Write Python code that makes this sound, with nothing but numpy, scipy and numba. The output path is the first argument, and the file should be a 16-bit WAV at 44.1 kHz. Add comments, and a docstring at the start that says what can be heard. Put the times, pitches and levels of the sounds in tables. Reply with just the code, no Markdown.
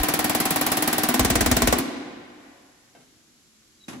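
"""Riveting a steel panel

A pneumatic hammer drives a rivet at 19 blows a second in a reverberant workshop. Each blow is a steel
crack and a panel clang over hissing exhaust; once the rivet seats, bending waves add a thump.
One deep thud sits under the opening. The hammer stops and the hall rings out over a faint air hiss;
the tool clinks off the rivet, something squeaks, and the tool is put down with a knock."""
import sys
import numpy as np
from scipy import signal
from scipy.fft import rfft, irfft, next_fast_len
from scipy.io import wavfile
from scipy.ndimage import minimum_filter1d
from numba import njit

SR = 44100
rng = np.random.default_rng(int(sys.argv[2]) if len(sys.argv) > 2 else 0)


def transcribe(signal):
    """Save signal, clipped to [-1, 1], as a 16-bit WAV file at the path in sys.argv[1]."""
    frames = np.atleast_2d(signal).T
    limited = np.clip(frames, -1, 1)
    pcm = np.round(limited * 32767).astype(np.int16)
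    wavfile.write(sys.argv[1], SR, pcm)


N = 176400

# the hammer's beat; blows fall evenly between these marks: blow number, t/s
BEAT_MARKS = [(0, -.4937), (11, .0850), (23, .7170), (29, 1.0336), (36, 1.4076), (42, 1.7254)]
# crack of the steel set (the hammer's tip) on the rivet: f/Hz, level/dB
CRACK_EQ = [(1500, -16), (4000, -9), (6000, -15.5), (7800, 5.5), (9200, -1.5), (10500, 7.5), (11800, 5.5),
            (13800, -1.5), (15500, 13.5), (16500, -30)]
# ping of the set: f/Hz, level/dB, t60/s
SET_MODES = [(5620, -6, .09), (6530, -6, .08), (6900, -6, .08), (7480, -3, .1), (8110, -3, .08),
             (10450, -4, .12), (11700, 4, .07), (15400, 5, .1)]
# dense clang of the panel: f/Hz, level/dB
CLANG_EQ = [(40, -17), (100, -5), (170, -3), (280, 0.5), (410, -9.5), (540, -6.5), (740, -2), (900, -6),
            (1100, -5), (1300, -9), (1900, -8), (3000, -14), (5000, -13.5), (7500, -15), (9200, -16.5),
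            (11500, -10.5), (13800, -20), (15500, -30)]
# its decay: f/Hz, t60/s
CLANG_T60 = [(100, 0.12), (300, 0.15), (600, 0.095), (1000, 0.17), (2500, 0.13), (7000, 0.15),
             (15000, 0.076)]
# what a seated rivet adds to the clang: f/Hz, level/dB
SEATED_EQ = [(50, 14), (130, 8), (200, 9.5), (280, 6.5), (520, 8.5), (900, 3.5), (1500, 6), (5000, 6),
             (8000, 10.5), (12000, -4.5)]
# blows on the seated rivet; the last bites deepest: blow number, thump level/dB, bite level/dB
SEATED_BLOWS = [(32, 3, 0), (33, -4, 1), (34, 0, -2), (35, 0, 0), (36, -1, -2), (37, 2, 0), (38, 3, 2),
                (39, -5, 0), (40, 4, 2), (41, 2, 2), (42, -5, 9)]
# where the bite colours the clang: f/Hz, share (0-1)
BITE_SHARE = [(200, 0), (380, 1), (600, .8), (1500, .3), (5000, 0)]
# boom of the panel's strongest modes: f/Hz, level/dB, t60/s, change as the rivet settles/dB
PANEL_MODES = [(187, -12, .55, 4), (228, -5.5, .19, 11), (263, -7, .45, 8.5), (302, -1.5, .6, -2),
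               (361, -7, .55, 5), (455, -4.5, .1, 3), (612, -8.5, .15, 2), (680, -2, .18, 5),
               (754, 4.5, .18, -4), (778, -1.5, .16, -1), (1005, -3.5, .12, 3), (1135, -5, .1, 4),
               (1485, -6.5, .13, 4), (1840, -7, .16, 4)]
# on the last tap the hammer lifts and the low modes swing freely: f/Hz, level/dB
LIFT_EQ = [(230, 5), (300, 6), (450, 0), (750, -3)]
# panel balance, left over right: f/Hz, level/dB
PANEL_PAN = [(200, 1.7), (400, 3.5), (700, 0), (1400, 0), (4000, 1.5), (8000, -1.5)]
# exhaust air: f/Hz, level/dB
EXHAUST_EQ = [(200, -7.5), (800, 6), (2000, 2), (4500, -4.5), (8000, -17.5), (9200, -33.5), (11500, -16),
              (14000, -28), (16000, -35)]
# tools moved and put down: t/s, level/dB, bass/dB, middle/dB, treble/dB
KNOCKS = [(2.952, -65.5, -2, 8, -6), (3.005, -75.5, -2, 4.5, 6), (3.882, -49.5, 2, -0.5, 0),
          (3.931, -52.5, 0.5, -1, -7.5)]
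# body of a knock: f/Hz, level/dB
KNOCK_EQ = [(50, -25), (110, -5), (170, 2.5), (280, 5), (420, -6), (1100, -9), (2200, -11.5), (4500, -17.5),
            (8000, -19), (9200, -32), (10500, -19.5), (12300, -27), (13500, -42), (16000, -44)]
# its decay: f/Hz, t60/s
KNOCK_T60 = [(150, 0.64), (600, 0.33), (3000, 0.19), (11000, 0.29)]
# ring of the knocked tool: f/Hz, level/dB, t60/s
TOOL_MODES = [(254, -5, 0.34), (3740, -14, 0.5), (5857, -12, .33), (6282, -10, 0.3), (7117, -15, 0.35),
              (10050, -11, 0.2), (10620, -9, .22), (11040, -16, .23)]
# the tool leaving the rivet: t/s, level/dB, tilt about 1 kHz/(dB per octave)
CLINKS = [(2.950, -46, .5), (3.008, -60, 4)]
# ring of a clink: f/Hz, level/dB, t60/s
CLINK_MODES = [(694, 0, .1), (1570, -13, .17), (2150, -12, .14), (2680, -15, .17), (3074, -16, .22),
               (3914, -21, .09)]
# two swells of a metal squeak: t/s, width/s, f/Hz, level/dB
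SQUEAKS = [(3.818, 0.011, 3930, -54), (3.843, 0.0062, 3830, -48.5)]
# colour of the workshop's reverb: f/Hz, level/dB
HALL_EQ = [(50, -24), (130, -10.5), (280, 3.5), (500, -4.5), (750, -6), (1100, -3), (2000, -3),
           (4000, -2.5), (7500, -9.5), (11000, -6.5), (16000, -26)]
# its decay: f/Hz, t60/s
HALL_T60 = [(50, 1.9), (120, 1.93), (280, 1.33), (600, 1.89), (2000, 2), (4000, 1.5), (7500, 1),
            (11000, 0.5), (16000, 0.5)]
# stereo image of reflected sound: f/Hz, left-right likeness (0-1)
ROOM_LIKENESS = [(60, 0.47), (250, 0.89), (600, 0.24), (1300, 0.15), (2800, 0.05), (8000, 0)]
# air hiss and room rumble: f/Hz, level/dB
ROOM_TONE_EQ = [(18, -35), (30, -12), (98, -6.5), (189, -8.5), (227, -1.5), (259, -7.5), (311, -4),
                (461, -16), (866, -20.5), (1320, -17), (2610, -17), (4080, -15), (7470, -14.5),
                (9220, -25.5), (11100, -17), (13700, -34), (16000, -41)]
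# half-octave band centres for dense ringing: f/Hz
BANDS_HZ = 31.25 * 2 ** (np.arange(19) / 2)

PREROLL_S = 1  # the hammer is already running when the scene opens
SPAN = N + PREROLL_S * SR
TIME = np.arange(SPAN) / SR - PREROLL_S
BLOW_TIME = np.arange(8192) / SR
SETTLES_S, LAST_TAP_S = 1.06, 1.784
CRACK_DB, CRACK_T60_S, CRACK_ATTACK_S, CRACK_AHEAD_S = -40, .039, .0005, .0005
RETURN_DB, RETURN_S, CONTACT_S = -18, .035, .0009
CLANG_DB, SEATED_DAMP_S = -37, .032
REBOUND_DB, REBOUND_S, WALL_DB, WALL_S = -18.5, .0026, -16.5, .0125


def hammer():
    """The piston cracks the set on the rivet, rings the panel and clicks back; a weak tap ends the run."""
    numbers, marks_s = np.array(BEAT_MARKS).T
    times = np.r_[np.interp(np.arange(numbers[-1] + 1), numbers, marks_s), LAST_TAP_S]
    cracks = strikes([(1000, CRACK_T60_S)], likeness=[(1000, .58)], repeat=.12, count=len(times))
    clangs = strikes(CLANG_T60, ROOM_LIKENESS, repeat=.25, count=len(times))
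    snap = 1 - np.exp(-BLOW_TIME / CRACK_ATTACK_S)
    contact = 1 - np.exp(-BLOW_TIME / CONTACT_S)
    seated = {row[0]: row[1:] for row in SEATED_BLOWS}
    steel, ping, panel, body = np.zeros((4, 2, SPAN))
    for blow, (start, crack, clang) in enumerate(zip(times, cracks, clangs)):
        strength, slip = rng.standard_normal(2)
        last_tap = start == times[-1]
        force = undb(.4 * strength - 3 * last_tap)
        if blow in seated:
            thump_db, bite_db = seated[blow]
            clang = seated_clang(clang, bite_db)
            add(body, force * undb(thump_db) * panel_thump(pitch=1 + .08 * slip), start)
        add(steel, force * crack * snap, start - CRACK_AHEAD_S)
        if not last_tap:
            add(steel, force * undb(RETURN_DB) * crack * contact, start + RETURN_S)
        add(panel, force * clang * contact, start)
        add(body, force * panel_boom(start > SETTLES_S and not last_tap, last_tap), start)
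        add(ping, force * set_ping(), start)
    steel = undb(CRACK_DB) * np.sqrt(SR) * voiced(steel, CRACK_EQ) + ping
    panel = undb(CLANG_DB) * np.sqrt(SR) * voiced(panel, CLANG_EQ)
    rebound = undb(REBOUND_DB) * delay(panel, REBOUND_S)
    wall_slap = undb(WALL_DB) * delay(panel, WALL_S)
    panel = body + panel + rebound + wall_slap
    left = delay(steel[0], seconds=.0001716) + colour(panel[0], PANEL_PAN)
    return np.array([left, steel[1] + panel[1]])


def set_ping(level_db=-33):
    """The steel set rings in bright modes, a little different in level and tuning on each blow."""
    sway, drift = rng.standard_normal((2, len(SET_MODES)))
    return tones(SET_MODES, level_db + 2 * sway, detune=.01 * drift)


def panel_boom(settled, last_tap, level_db=-30.5):
    """The panel's strongest modes; as the rivet settles, the boom swells, sits lower and wanders more."""
    modes = np.array(PANEL_MODES)
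    hz, settle_db = modes[:, 0], modes[:, 3] + 1
    sway, drift = rng.standard_normal((2, len(modes)))
    gains_db = level_db + settled * settle_db + last_tap * curve(LIFT_EQ, hz) + 1.4 * sway
    wander_hz = 9 if settled else 2
    return tones(modes[:, :3], gains_db, detune=wander_hz * drift / hz)


def seated_clang(clang, bite_db):
    """The seated rivet chokes and fattens the clang; a deeper bite pushes the low mids."""
    choked = colour(clang * np.exp(-BLOW_TIME / SEATED_DAMP_S), SEATED_EQ)
    return colour(choked, [(hz, share * bite_db) for hz, share in BITE_SHARE])


def panel_thump(pitch, start_hz=260, end_hz=48, fall_s=.009, peak_s=.016, level_db=-23):
    """A bending wave runs through the panel: its highs arrive first, so the pitch dives."""
    hz = pitch * (end_hz + (start_hz - end_hz) * np.exp(-BLOW_TIME / fall_s))
    envelope = BLOW_TIME / peak_s * np.exp(1 - BLOW_TIME / peak_s)
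    return undb(level_db) * envelope * np.sin(2 * np.pi * np.cumsum(hz) / SR)


def exhaust(level_db=-31, close_s=.03):
    """Spent air hisses from the hammer until the valve closes."""
    valve = np.exp(-np.maximum(TIME - LAST_TAP_S, 0) / close_s)
    return undb(level_db) * valve * voiced(noise(SPAN, ROOM_LIKENESS), EXHAUST_EQ)


def thud():
    """A single deep thud under the opening blows."""
    return swell(peak_s=.012, width_s=.0088, hz=46.4, level_db=-17.5)


def tool_knocks(ring_db=5.5):
    """Tools are moved and put down: each knock is a dull body with a metal ring on top."""
    out = np.zeros((2, SPAN))
    for start, level_db, bass_db, middle_db, treble_db in KNOCKS:
        body = np.sqrt(SR) * voiced(dense_ring(KNOCK_T60, ROOM_LIKENESS, size=16384), KNOCK_EQ)
        metal = tones(TOOL_MODES, ring_db + rng.standard_normal(len(TOOL_MODES)))
        knock = body + metal[:body.shape[1]]
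        eq = [(250, bass_db), (680, middle_db), (1100, 0), (6000, treble_db)]
        add(out, undb(level_db) * colour(knock, eq), start)
    return out


def tool_clinks():
    """The tool rings lightly as it is drawn off the rivet."""
    out = np.zeros((2, SPAN))
    octaves = np.log2(np.array(CLINK_MODES)[:, 0] / 1000)
    for start, level_db, tilt in CLINKS:
        add(out, tones(CLINK_MODES, level_db + tilt * octaves), start)
    return out


def squeak():
    """Metal squeaks in two quick swells just before the tool lands."""
    return sum(swell(*row) for row in SQUEAKS)


def hall(x, level_db=-4.5, onset_s=.0024):
    """Diffuse workshop reverb, fed from the left channel: long in the lows and mids, short on top."""
    tail = colour(dense_ring(HALL_T60, ROOM_LIKENESS, size=81920), HALL_EQ)
    tail *= 1 - np.exp(-np.arange(tail.shape[1]) / SR / onset_s)
    return undb(level_db) * signal.fftconvolve(x[:1], tail, axes=1)[:, :x.shape[1]]


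def room_tone(level_db=-58.5):
    """A faint, steady bed of air hiss and workshop rumble."""
    return undb(level_db) * voiced(noise(N, ROOM_LIKENESS), ROOM_TONE_EQ)


def strikes(t60, likeness, repeat, count):
    """One object struck many times: part of its ring repeats exactly, part changes with the contact."""
    size = len(BLOW_TIME)
    shared = np.sqrt(repeat) * dense_ring(t60, likeness, size)
    return [shared + np.sqrt(1 - repeat) * dense_ring(t60, likeness, size) for _ in range(count)]


def dense_ring(t60, likeness, size):
    """Countless modes struck at once: each band dies at its own rate, with equal energy per Hz."""
    t, hz = np.arange(size) / SR, np.fft.rfftfreq(size, 1 / SR)
    spectrum, out = rfft(noise(size, likeness)), 0
    for centre, solo in zip(BANDS_HZ, np.eye(len(BANDS_HZ))):
        band = irfft(spectrum * curve(np.c_[BANDS_HZ, solo], hz), size)
        fade = np.exp(-np.log(1000) * t / curve(t60, centre))
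        out = out + band * fade / np.linalg.norm(fade)
    return out


def tones(modes, gains_db, detune=0):
    """A struck object's modes as dying sines, neighbours swinging in opposite directions."""
    hz, db, t60 = np.array(modes, float).T[:, :, None]
    hz = hz * (1 + np.reshape(detune, (-1, 1)))
    t = np.arange(SR * 3 // 4) / SR
    polarity = np.cos(np.pi * np.arange(len(hz)))[:, None]
    envelope = undb(db + gains_db[:, None]) * np.exp(-np.log(1000) * t / t60)
    return np.sum(polarity * envelope * np.sin(2 * np.pi * hz * t), 0)


def swell(peak_s, width_s, hz, level_db):
    """A tone under a bell-shaped fade."""
    t = TIME - peak_s
    return undb(level_db) * np.exp(-(t / width_s) ** 2 / 2) * np.cos(2 * np.pi * hz * t)


def noise(size, likeness):
    """White stereo noise with a given likeness of left and right."""
    alike = np.clip(curve(likeness, np.fft.rfftfreq(size, 1 / SR)), 0, 1)
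    mid, side = rfft(rng.standard_normal((2, size)))
    mid, side = mid * np.sqrt((1 + alike) / 2), side * np.sqrt((1 - alike) / 2)
    return irfft(np.array([mid + side, mid - side]), size)


def colour(x, eq):
    """Minimum-phase EQ through (f/Hz, level/dB) points, so attacks stay sharp."""
    size = next_fast_len(x.shape[-1] + 2048, True)
    cepstrum = irfft(np.log(undb(curve(eq, np.fft.rfftfreq(size, 1 / SR)))), size)
    cepstrum[1:size // 2] *= 2
    cepstrum[size // 2 + 1:] = 0
    return irfft(rfft(x, size) * np.exp(rfft(cepstrum)), size)[..., :x.shape[-1]]


def voiced(x, eq):
    """Colour a white sound and keep its power."""
    return colour(x, eq) / np.sqrt(np.mean(undb(curve(eq, np.arange(SR // 2))) ** 2))


def delay(x, seconds):
    """Delay with sub-sample precision."""
    size = next_fast_len(x.shape[-1] + 2048, True)
    shift = np.exp(-2j * np.pi * np.fft.rfftfreq(size, 1 / SR) * seconds)
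    return irfft(rfft(x, size) * shift, size)[..., :x.shape[-1]]


def add(bus, x, start_s):
    """Mix x at a scene time into a bus that begins with the pre-roll."""
    offset = int(round((start_s + PREROLL_S) * SR))
    first, end = max(offset, 0), min(offset + x.shape[-1], bus.shape[-1])
    if end > first:
        bus[:, first:end] += x[..., first - offset:end - offset]


def curve(points, hz):
    """Read (f/Hz, value) points on a log-frequency axis."""
    knots_hz, values = np.array(points, float).T
    return np.interp(np.log(np.maximum(hz, 1)), np.log(knots_hz), values)


def undb(db):
    """Decibels to gain."""
    return 10 ** (np.asarray(db) / 20)


@njit
def follow(x, level, attack, release):
    """Envelope follower with separate rates up and down."""
    out = np.empty(len(x))
    for i in range(len(x)):
        level += (x[i] - level) * (attack if x[i] > level else release)
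        out[i] = level
    return out


def scene():
    """Hammer, air and handling share one hall, over the room tone."""
    direct = hammer() + exhaust() + thud() + tool_knocks() + tool_clinks() + squeak()
    return (direct + hall(direct))[:, PREROLL_S * SR:] + room_tone()


def record(dry, threshold_db=-31, ratio=1.305, attack_s=.1, release_s=.037, hold_s=.53, top_hz=16300):
    """Gentle gain control ducks under the hammer, holds, then recovers; a steep low-pass cuts the top."""
    rectified = np.abs(dry).mean(0)
    level = follow(rectified, rectified[:SR // 2].mean(), 1 / (attack_s * SR), 1 / (release_s * SR))
    half_hold = int(hold_s * SR / 2)
    held = -minimum_filter1d(-level, 2 * half_hold + 1, origin=half_hold, mode="nearest")
    gain = np.minimum(undb(threshold_db) / held, 1) ** (1 - 1 / ratio)
    lowpass = signal.ellip(8, .2, 70, top_hz, fs=SR, output="sos")
    return signal.sosfilt(lowpass, dry * gain)


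dry = scene()
out = record(dry)
transcribe(out)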